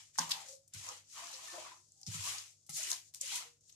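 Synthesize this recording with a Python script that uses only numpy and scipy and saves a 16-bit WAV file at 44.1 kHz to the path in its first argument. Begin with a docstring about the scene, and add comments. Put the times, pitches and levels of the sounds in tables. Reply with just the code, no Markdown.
"""A hand stirs oily batter full of seeds round a wide glazed clay bowl in a small kitchen.
First a stroke dies away, then the hand lands: wet films snap, the clay rings and the liquid slaps.
It scoops, lifts, pushes and swirls, as clicks (seeds, rubbing) and bubbles (sloshing) swell and fade.
Knocks and low thumps of the bowl open a sweep and a drag; after a short pause the hand returns.
Hollow plops and gurgles dot the way; noise-like room tails and a faint mains hum lie around it all."""
import sys
import numpy as np
from scipy import signal
from scipy.io import wavfile
from scipy.ndimage import uniform_filter1d

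SR = 44100
rng = np.random.default_rng(int(sys.argv[2]) if len(sys.argv) > 2 else 0)


def dump(signal):
    """Clip the signal to [-1, 1] and save it as 16-bit WAV at the path in sys.argv[1]."""
    limited = np.clip(np.atleast_2d(signal).T, -1, 1)
    pcm = np.round(limited * 32767).astype(np.int16)
    wavfile.write(sys.argv[1], SR, pcm)


N = 165375
T = np.arange(N) / SR
HIT_ROOM_DB = -5  # room tail against the direct sound


def amp(db):
    """Decibels to gain."""
    return 10 ** (np.asarray(db) / 20)


def unit(x):
    """Scales to an rms of one."""
    return x / np.sqrt(np.mean(x ** 2) + 1e-20)


def read(points, hz):
    """Reads a table on a log-frequency axis."""
    f, value = np.transpose(points)
    return np.interp(np.log(hz + 1), np.log(f + 1), value)


def add(mix, s, sound):
    """Mixes a sound in at a time in seconds."""
    part = mix[max(round(s * SR), 0):][:len(sound)]
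    part += sound[:len(part)]


def colour(x, points, size=2048):
    """Causal filter of unit energy with the given spectrum."""
    hz = abs(np.fft.fftfreq(size, 1 / SR))
    log_gain = np.log(amp(read(points, hz)))
    # minimum phase puts the energy at the start of the kernel
    spectrum = np.exp(np.conj(signal.hilbert(log_gain)))
    kernel = np.fft.ifft(spectrum).real
    return signal.fftconvolve(x, kernel / np.linalg.norm(kernel))[:len(x)]


def clicks(per_s, spread_db, size=N):
    """Random clicks of uneven size and either polarity, at unit rms."""
    strength = amp(spread_db * np.minimum(rng.exponential(1, size), 4))
    polarity = rng.choice([-1., 1.], size)
    struck = rng.random(size) < per_s / SR
    return unit(strength * polarity * struck)


def bubbles(per_s, spread_db, cycles, glide, low_hz=300, high_hz=2600, count=28):
    """Tiny bubbles of many sizes, each a short rising note that falls to 1/e in the given cycles."""
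    t = np.arange(2048) / SR
    out = np.zeros(N)
    for hz in np.geomspace(low_hz, high_hz, count):
        age = hz * t / cycles
        note = np.sin(2 * np.pi * hz * t * (1 + glide * age)) * np.exp(-age)
        starts = clicks(per_s / count, spread_db)
        out += signal.oaconvolve(starts, unit(note) * np.sqrt(hz))[:N]
    return unit(out)


def patchy(x, patch_db, width=4, length=10):
    """Uneven colour: smooth random gains over time and frequency."""
    z = signal.stft(x, nperseg=512)[2]
    field = rng.standard_normal(z.shape[::-1])
    field = uniform_filter1d(field, int(length), 0)  # over time frames
    field = uniform_filter1d(field, int(width), 1)  # over frequency bins
    gain = amp(patch_db * unit(field)).T
    return unit(signal.istft(z * gain, nperseg=512)[1][:N])


def kitchen(pair, pan_db, room_db, shared=0.0):
    """Hard walls answer: direct sound at two microphones plus tails, alike by the share given."""
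    # decay of the room: (frequency [Hz], t60 [s])
    room_t60 = [(100, 0.81), (300, 0.36), (1000, 0.21), (3000, 0.23), (7000, 0.12), (15000, 0.31)]
    t = np.arange(SR * 3 // 4) / SR
    taps = rng.choice([-1., 1.], (2, len(t))) * (rng.random((2, len(t))) < .1)  # sparse reflections
    taps[1] = shared * taps[0] + np.sqrt(max(1 - shared ** 2, 0)) * taps[1]
    onset = np.minimum(t / 0.0027, 1)
    hz, when, z = signal.stft(taps * onset, SR, nperseg=256)
    decay = amp(-60 * when / read(room_t60, hz)[:, None])
    tail = signal.istft(z * decay, SR, nperseg=256)[1][:, :len(t)]
    lean = np.array([[1], [-1]]) * pan_db / 2  # positive pan favours the first channel
    echo = amp(room_db + 0.89 * lean) * tail / np.linalg.norm(tail, axis=1)[:, None]
    echo[:, :1] += amp(lean)  # direct sound
    echo /= np.sqrt(np.sum(echo ** 2) / 2)
    return signal.fftconvolve(np.atleast_2d(pair), echo, axes=1)[:, :N]


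def stirring():
    """Seeds tick over the glaze, the palm rubs the paste, liquid froths; each side scatters anew."""
    # phases of stirring, levels before each layer's trim:
    # (time [s], seed hiss [dB], rubbing [dB], sloshing [dB])
    lead_in = [(0.0, -53, -53, -53.5), (0.072, -60.5, -71, -87.5), (0.13, -69.5, -82.5, -107)]
    scoop = [(0.214, -46, -45, -57), (.285, -54.5, -57, -48)]
    lift = [(0.345, -51, -52.5, -48), (0.451, -57.5, -59, -61), (0.491, -53.5, -64.5, -65),
            (0.529, -54.5, -71.5, -81), (0.619, -76, -110, -100), (0.719, -77.5, -85, -100)]
    push = [(0.748, -61, -53.5, -66.5), (0.776, -51.5, -59, -63.5), (0.896, -50, -53.5, -48.5),
            (0.99, -59.5, -62.5, -65.5), (1.04, -70.5, -79, -110), (1.07, -68, -81, -92)]
    swirl = [(1.099, -59.5, -74, -100), (1.13, -55, -64.5, -84), (1.162, -51, -54, -53.5),
             (1.4, -54, -58, -56.5), (1.56, -50.5, -54.5, -47.5), (1.72, -60, -60, -54.5),
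             (1.82, -67.5, -90, -79.5), (1.93, -71, -100, -105), (1.98, -67, -92.5, -103),
             (2.038, -69, -81.5, -92), (2.05, -70, -99, -93)]
    sweep = [(2.075, -52.5, -59.5, -95), (2.111, -50, -55, -70), (2.147, -43.5, -48.5, -53.5),
             (2.185, -48, -51, -60), (2.294, -41, -45.5, -47), (2.407, -52, -54.5, -56.5),
             (2.506, -61.5, -72.5, -81.5), (2.575, -72, -94, -107), (2.68, -74.5, -101, -101)]
    drag = [(2.704, -54.5, -57, -77), (2.735, -47.5, -69, -76.5), (2.766, -39.5, -54, -86),
            (2.8, -42.5, -48, -65), (2.885, -44.5, -48, -60), (2.925, -42.5, -53, -50),
            (2.965, -51, -53.5, -70), (3.04, -64.5, -75, -111), (3.085, -62.5, -83, -96),
            (3.125, -80.5, -96, -100)]
    pause = [(3.158, -52, -81, -65), (3.198, -67.5, -72.5, -99)]
    back = [(3.221, -48.5, -53, -76), (3.27, -46, -51, -65), (3.32, -44, -43.5, -60),
            (3.362, -39.5, -44, -54), (3.42, -53, -53.5, -51), (3.5, -66, -68.5, -80),
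            (3.59, -79, -100, -104), (3.68, -65, -88, -100), (3.74, -68.5, -77.5, -86)]
    # colours of seeds, rubbing, sloshing and fine spray: (frequency [Hz], level [dB per Hz])
    hiss_colour = [(1500, -43), (3800, -8), (5200, -1), (6800, 4), (8200, -1.5), (10000, -14.5),
                   (13000, -35.5), (15500, -45)]
    rub_colour = [(700, -22), (1400, -11.5), (2000, 4), (2900, 8), (4300, 4.5), (5500, 0), (8000, -33.5),
                  (15000, -21)]
    slosh_colour = [(60, -38), (250, -13), (430, -22), (560, -13), (750, -8.5), (1000, 1), (1500, -9.5),
                    (2200, -12), (5000, -57.5)]
    fizz_colour = [(6000, -18), (9000, 13), (11000, 8), (13500, 3), (15500, -42.5)]
    hiss_db, rub_db, slosh_db = -2.11, -3.5, -7  # trims of the layers
    splash_db = -8.5  # sparse wet pops among the seeds, following the rubbing
    lump_db, lump_hz = 1.02, 54.6  # rms depth and upper edge of the flutter
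    fizz_db, fizz_from_db, fizz_growth = -49, -40, 1.36  # level where the hiss is at -40 dB; dB per dB
    room_db = -4.5

    phases = [lead_in, scoop, lift, push, swirl, sweep, drag, pause, back]
    s, *levels = np.vstack(phases).T
    # the fingers catch and slip on clumps of seeds
    smooth = signal.butter(2, lump_hz, fs=SR, output="sos")
    lumps = lump_db * unit(signal.sosfilt(smooth, rng.standard_normal(N)))
    # the stirring starts lowered, swells briefly, then dips just before the landing
    swell_and_dip = amp(np.interp(T, [.13, .155, .178, .195], [-4.0, 5, -10, 0]))
    strokes = [np.sqrt(2) * amp(np.interp(T, s, level) + lumps) for level in levels]
    hiss, rub, slosh = [stroke * swell_and_dip for stroke in strokes]

    seeds, paste, froth, splashes, spray = np.zeros((5, 2, N))
    for side in range(2):
        ticks = colour(clicks(per_s=9000, spread_db=1.0), hiss_colour)
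        seeds[side] = patchy(ticks, patch_db=0.65, width=5.5)
        grains = colour(clicks(per_s=3500, spread_db=1.5), rub_colour)
        paste[side] = patchy(grains, patch_db=2.5, width=4.8)
        foam = bubbles(per_s=550, spread_db=3.5, cycles=10, glide=0.041)
        froth[side] = patchy(colour(foam, slosh_colour), patch_db=1.0, width=6.7)
        splashes[side] = bubbles(per_s=260, spread_db=2.0, cycles=13, glide=0.017,
                                 low_hz=1204, high_hz=5486)
        spray[side] = colour(clicks(per_s=5600, spread_db=3.5), fizz_colour)

    # the spray of tiny bursts grows faster than the hiss in hard strokes
    fizz = amp(fizz_db) * (hiss / amp(fizz_from_db)) ** fizz_growth
    rubbing = (paste * amp(rub_db) + splashes * amp(splash_db)) * rub
    return (kitchen(seeds * hiss * amp(hiss_db), pan_db=5, room_db=room_db)
            + kitchen(spray * fizz, pan_db=-1.5, room_db=room_db)
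            + kitchen(rubbing, pan_db=0.5, room_db=room_db)
            + kitchen(froth * slosh * amp(slosh_db), pan_db=0.2, room_db=room_db))


def smacks():
    """A wet film tears in a quick cluster of snaps: fading random clicks round one pitch."""
    # wet smacks and seed snaps:
    # (time [s], level [dB], length [s], pitch [Hz], brightness width [octaves])
    snaps = [(0.156, -58, 0.005, 1740, 0.75), (0.179, -43, 0.021, 5770, 1),
             (0.185, -30, 0.0041, 5670, 0.66), (.188, -26.5, 0.0058, 5840, 0.42),
             (0.292, -45.5, 0.032, 5900, 0.98), (.306, -36, 0.024, 4600, 0.84),
             (0.313, -38, 0.0068, 5130, 0.83), (0.317, -25.5, 0.0036, 4040, 0.5),
             (0.486, -49, 0.0079, 6000, 0.47), (.677, -59, 0.0061, 7580, 0.49),
             (0.736, -47.5, 0.023, 6700, 0.62), (0.888, -37.5, 0.0049, 6140, 0.19),
             (1.27, -39, 0.0012, 4970, 0.4), (1.33, -49, 0.033, 5070, 0.51),
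             (1.92, -51.5, 0.0012, 7060, 0.27), (2.014, -51.5, 0.0034, 7000, 0.53),
             (2.031, -46.5, 0.0039, 5300, 0.29), (2.065, -43.5, 0.017, 5320, 0.46),
             (2.383, -44, 0.016, 5240, 0.51), (2.664, -62, 0.015, 6970, 0.65),
             (2.694, -46, 0.02, 7100, 0.79), (2.831, -36, 0.0062, 6740, 0.2),
             (2.903, -36.5, 0.0091, 6730, 0.54), (2.915, -25, 0.0026, 5840, 0.52),
             (2.93, -32.5, 0.0026, 5250, 0.43), (3.139, -52.5, 0.0061, 5930, 0.98),
             (3.146, -38.5, 0.0019, 6000, 1), (3.2095, -34.5, 0.01, 7200, 0.38),
             (3.608, -68, 0.01, 6850, 0.37), (3.694, -59, 0.011, 4920, 1),
             (3.722, -56.5, 0.0067, 6500, 0.2)]
    out = np.zeros((2, N))
    t = np.arange(4096) / SR
    hz = np.geomspace(100, 16000, 40)
    for s, db, length, centre_hz, octaves in snaps:
        distance = np.log2(hz / centre_hz) / octaves
        shape = -10 * np.log10(1 + distance ** 2) * 2.76
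        for side in out:
            burst = clicks(per_s=12000, spread_db=8.5, size=len(t)) * np.exp(-(t / length) ** 2)
            burst *= np.sqrt(length * SR) / np.linalg.norm(burst)
            add(side, s, amp(db) * colour(burst, np.column_stack([hz, shape])))
    return kitchen(out, pan_db=4, room_db=HIT_ROOM_DB)


def knocks():
    """The damped clay rings in decaying modes under the hand, and the liquid slaps as a noise burst."""
    # the hand lands on the bowl: (time [s], clay ring [dB], slap of liquid [dB])
    landings = [(0.186, -50, -22.5), (0.743, -82, -68), (2.067, -65.5, -79), (2.692, -56, -79)]
    # ring of the clay: (frequency [Hz], relative level [dB], t60 [s])
    bowl = [(820, 5, 0.1), (1314, 1, 0.14), (2105, 6, .075), (2880, 4, .06), (3600, 2, 0.08)]
    # colour of the slap: (frequency [Hz], level [dB per Hz])
    slap_colour = [(40, -37.5), (130, -10.5), (280, -5), (430, -19), (650, -8.5), (1000, 8.5), (1300, -8),
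                   (1600, 1.5), (2200, -16.5), (5000, -54)]
    slap_s = 0.0023  # decay to 1/e
    rings, slaps = np.zeros((2, 2, N))
    t = np.arange(SR // 2) / SR
    for s, ring_db, slap_db in landings:
        for side in range(2):
            ring = np.zeros(len(t))
            for hz, db, t60 in bowl:
                turns = hz * t + side * .25  # the sides are a quarter cycle apart
                ring += amp(ring_db + db - 60 * t / t60) * np.sin(2 * np.pi * turns)
            add(rings[side], s, ring / 2)
            burst = rng.standard_normal(len(t)) * np.exp(-t / slap_s)
            add(slaps[side], s, amp(slap_db) * colour(burst, slap_colour))
    return rings + kitchen(slaps, pan_db=-3.0, room_db=-2.5)


def thumps():
    """The heavy bowl rocks on the counter in low pulses, each a sagging tone and a dull thud."""
    # the bowl rocks: (time [s], level [dB], middle pitch [Hz], tone t60 [s])
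    rocks = [(0.191, -53, 255, 0.13), (0.197, -49.5, 172.3, .26), (0.742, -58.5, 162, 0.14),
             (.755, -52, 102.6, 0.3), (0.792, -53, 102, 0.063), (2.072, -47.5, 171, 0.17),
             (2.082, -42.5, 109, 0.23), (2.081, -60, 240, 0.039), (2.145, -49, 161, 0.16),
             (2.188, -50, 101.2, 0.3), (2.693, -52, 155, 0.094), (2.735, -56, 150, .07)]
    rise_s, sag = 0.0053, 0.072  # the pitch slides from 7.2 % above the middle to 7.2 % below
    thud_db, thud_hz, thud_t60_s = -17.5, 380, 0.073  # toneless part: start level, upper edge, decay
    low = np.zeros(N)
    t = np.arange(SR // 2) / SR
    dull = signal.butter(2, [90, thud_hz], "band", fs=SR, output="sos")
    opening = 1 - np.exp(-(t / rise_s) ** 2)
    for s, db, hz, t60 in rocks:
        pitch = hz * (1 + sag * (2 * np.exp(-t / 0.025) - 1))
        tone = amp(-60 * t / t60) * np.sin(2 * np.pi * np.cumsum(pitch) / SR)
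        noise = unit(signal.sosfilt(dull, rng.standard_normal(len(t))))
        thud = amp(thud_db - 60 * t / thud_t60_s) * noise
        add(low, s, amp(db) * 2 * opening * (tone + thud))
    low = signal.sosfilt(signal.butter(2, 55, "high", fs=SR, output="sos"), low)
    return kitchen(low, pan_db=-3.5, room_db=-14, shared=0.78)


def plops():
    """Each hollow opens within a few cycles and rings away, rising slightly in pitch."""
    # hollow ring of the bowl as the hand lands (first rows), then pockets that pop open and ring:
    # (time [s], start pitch [Hz], level [dB], t60 [s])
    hollow_rings = [(.187, 885, -44, 0.13), (.187, 1597, -45.5, 0.065), (.19, 539, -54, 0.12),
                    (0.215, 1020, -55, 0.071), (0.525, 540, -50.5, 0.11), (1.218, 683, -55.5, 0.14),
                    (1.332, 524, -58.5, 0.1), (1.482, 1776, -57, 0.34), (1.521, 343.3, -58.5, 0.41),
                    (1.534, 546, -47, 0.054), (1.538, 710, -46, .07), (1.576, 623, -43, 0.084),
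                    (1.715, 1007, -48.5, 0.073), (2.866, 360, -61.5, 0.14), (2.92, 719, -52, 0.064),
                    (3.204, 526, -61.5, 0.079), (3.226, 554, -57, 0.086), (3.342, 975, -52.5, .12),
                    (3.378, 989, -50, 0.096), (3.448, 469, -68, 0.28)]
    rise_cycles = 4.5
    phase_glide = 0.091  # per second; the pitch itself rises twice as fast
    out = np.zeros(N)
    t = np.arange(SR // 2) / SR
    for s, hz, db, t60 in hollow_rings:
        opening = 1 - np.exp(-(hz * t / rise_cycles) ** 2)
        note = np.sin(2 * np.pi * hz * t * (1 + phase_glide * t))
        add(out, s, 2 * amp(db - 60 * t / t60) * opening * note)
    return kitchen(out, pan_db=3.0, room_db=-3.5)


def gurgles():
    """Air churns in a hollow under the moving hand: narrow noise that slides in pitch."""
    # churning hollows:
    # (time [s], length [s], start pitch [Hz], end pitch [Hz], bandwidth [Hz], level [dB])
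    hollows = [(0.192, 0.054, 1076, 998, 277, -49), (0.306, 0.13, 929, 785, 136, -57),
               (0.445, 0.09, 561, 557, 55.56, -66), (0.869, 0.06, 561, 512, 110, -65.5),
               (1.137, 0.089, 1258, 993, 231.5, -56.5), (1.528, .12, 602, 706.4, 300, -62.5),
               (1.943, 0.19, 791, 776, 74.07, -83), (2.766, 0.052, 763, 684, 120, -62),
               (3.306, 0.042, 882, 890, 150, -59)]
    out = np.zeros(N)
    for s, length, start_hz, end_hz, width_hz, db in hollows:
        u = np.arange(0, 1, 1 / (length * SR))  # progress through the gurgle
        smooth = signal.butter(2, max(width_hz, 2) / 2, fs=SR, output="sos")
        noise = rng.standard_normal(SR) + 1j * rng.standard_normal(SR)
        drive = signal.sosfilt(smooth, noise)[-len(u):]
        turns = np.cumsum(start_hz + (end_hz - start_hz) * u) / SR
        note = (drive * np.exp(2j * np.pi * turns)).real
        add(out, s, amp(db) * unit(note * np.sin(np.pi * u)))
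    return kitchen(out, pan_db=2.8, room_db=2.5)


def background():
    """Mains hum as steady sines, a low rumble and the still air of the room as coloured noise."""
    # mains hum: (frequency [Hz], rms level [dB])
    hum_tones = [(100.5, -83.5), (150, -87)]
    # colours of air and rumble: (frequency [Hz], level [dB per Hz])
    air_colour = [(25, -13.5), (120, 4), (250, 6.5), (500, 12.5), (1000, -2.5), (3000, -4.5), (7000, 13),
                  (15000, -20)]
    rumble_colour = [(20, -14.5), (55, -1), (100, 8), (170, -6), (300, -5.5), (600, -19), (2000, -35.5)]
    air_db, rumble_db = -81, -85
    hum = np.zeros(N)
    for hz, db in hum_tones:
        hum += amp(db) * np.sqrt(2) * np.sin(2 * np.pi * (hz * T + rng.random()))
    air = colour(rng.standard_normal(N), air_colour) * amp(air_db)
    rumble = colour(rng.standard_normal(N), rumble_colour) * amp(rumble_db)
    lean = amp([[-1.2], [1.2]])  # hum and rumble favour the second channel
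    return (hum + rumble) * lean + kitchen(air, pan_db=0.5, room_db=4.5)


def scene():
    """Everything heard at the counter."""
    return stirring() + smacks() + knocks() + thumps() + plops() + gurgles() + background()


def record(dry):
    """The recorder's band limit: a steep low-pass at 14.5 kHz."""
    low_pass = signal.firwin(401, 14500, window=("kaiser", 8), fs=SR)
    return signal.oaconvolve(dry, low_pass[None], "same")


dry = scene()
out = record(dry)
dump(out)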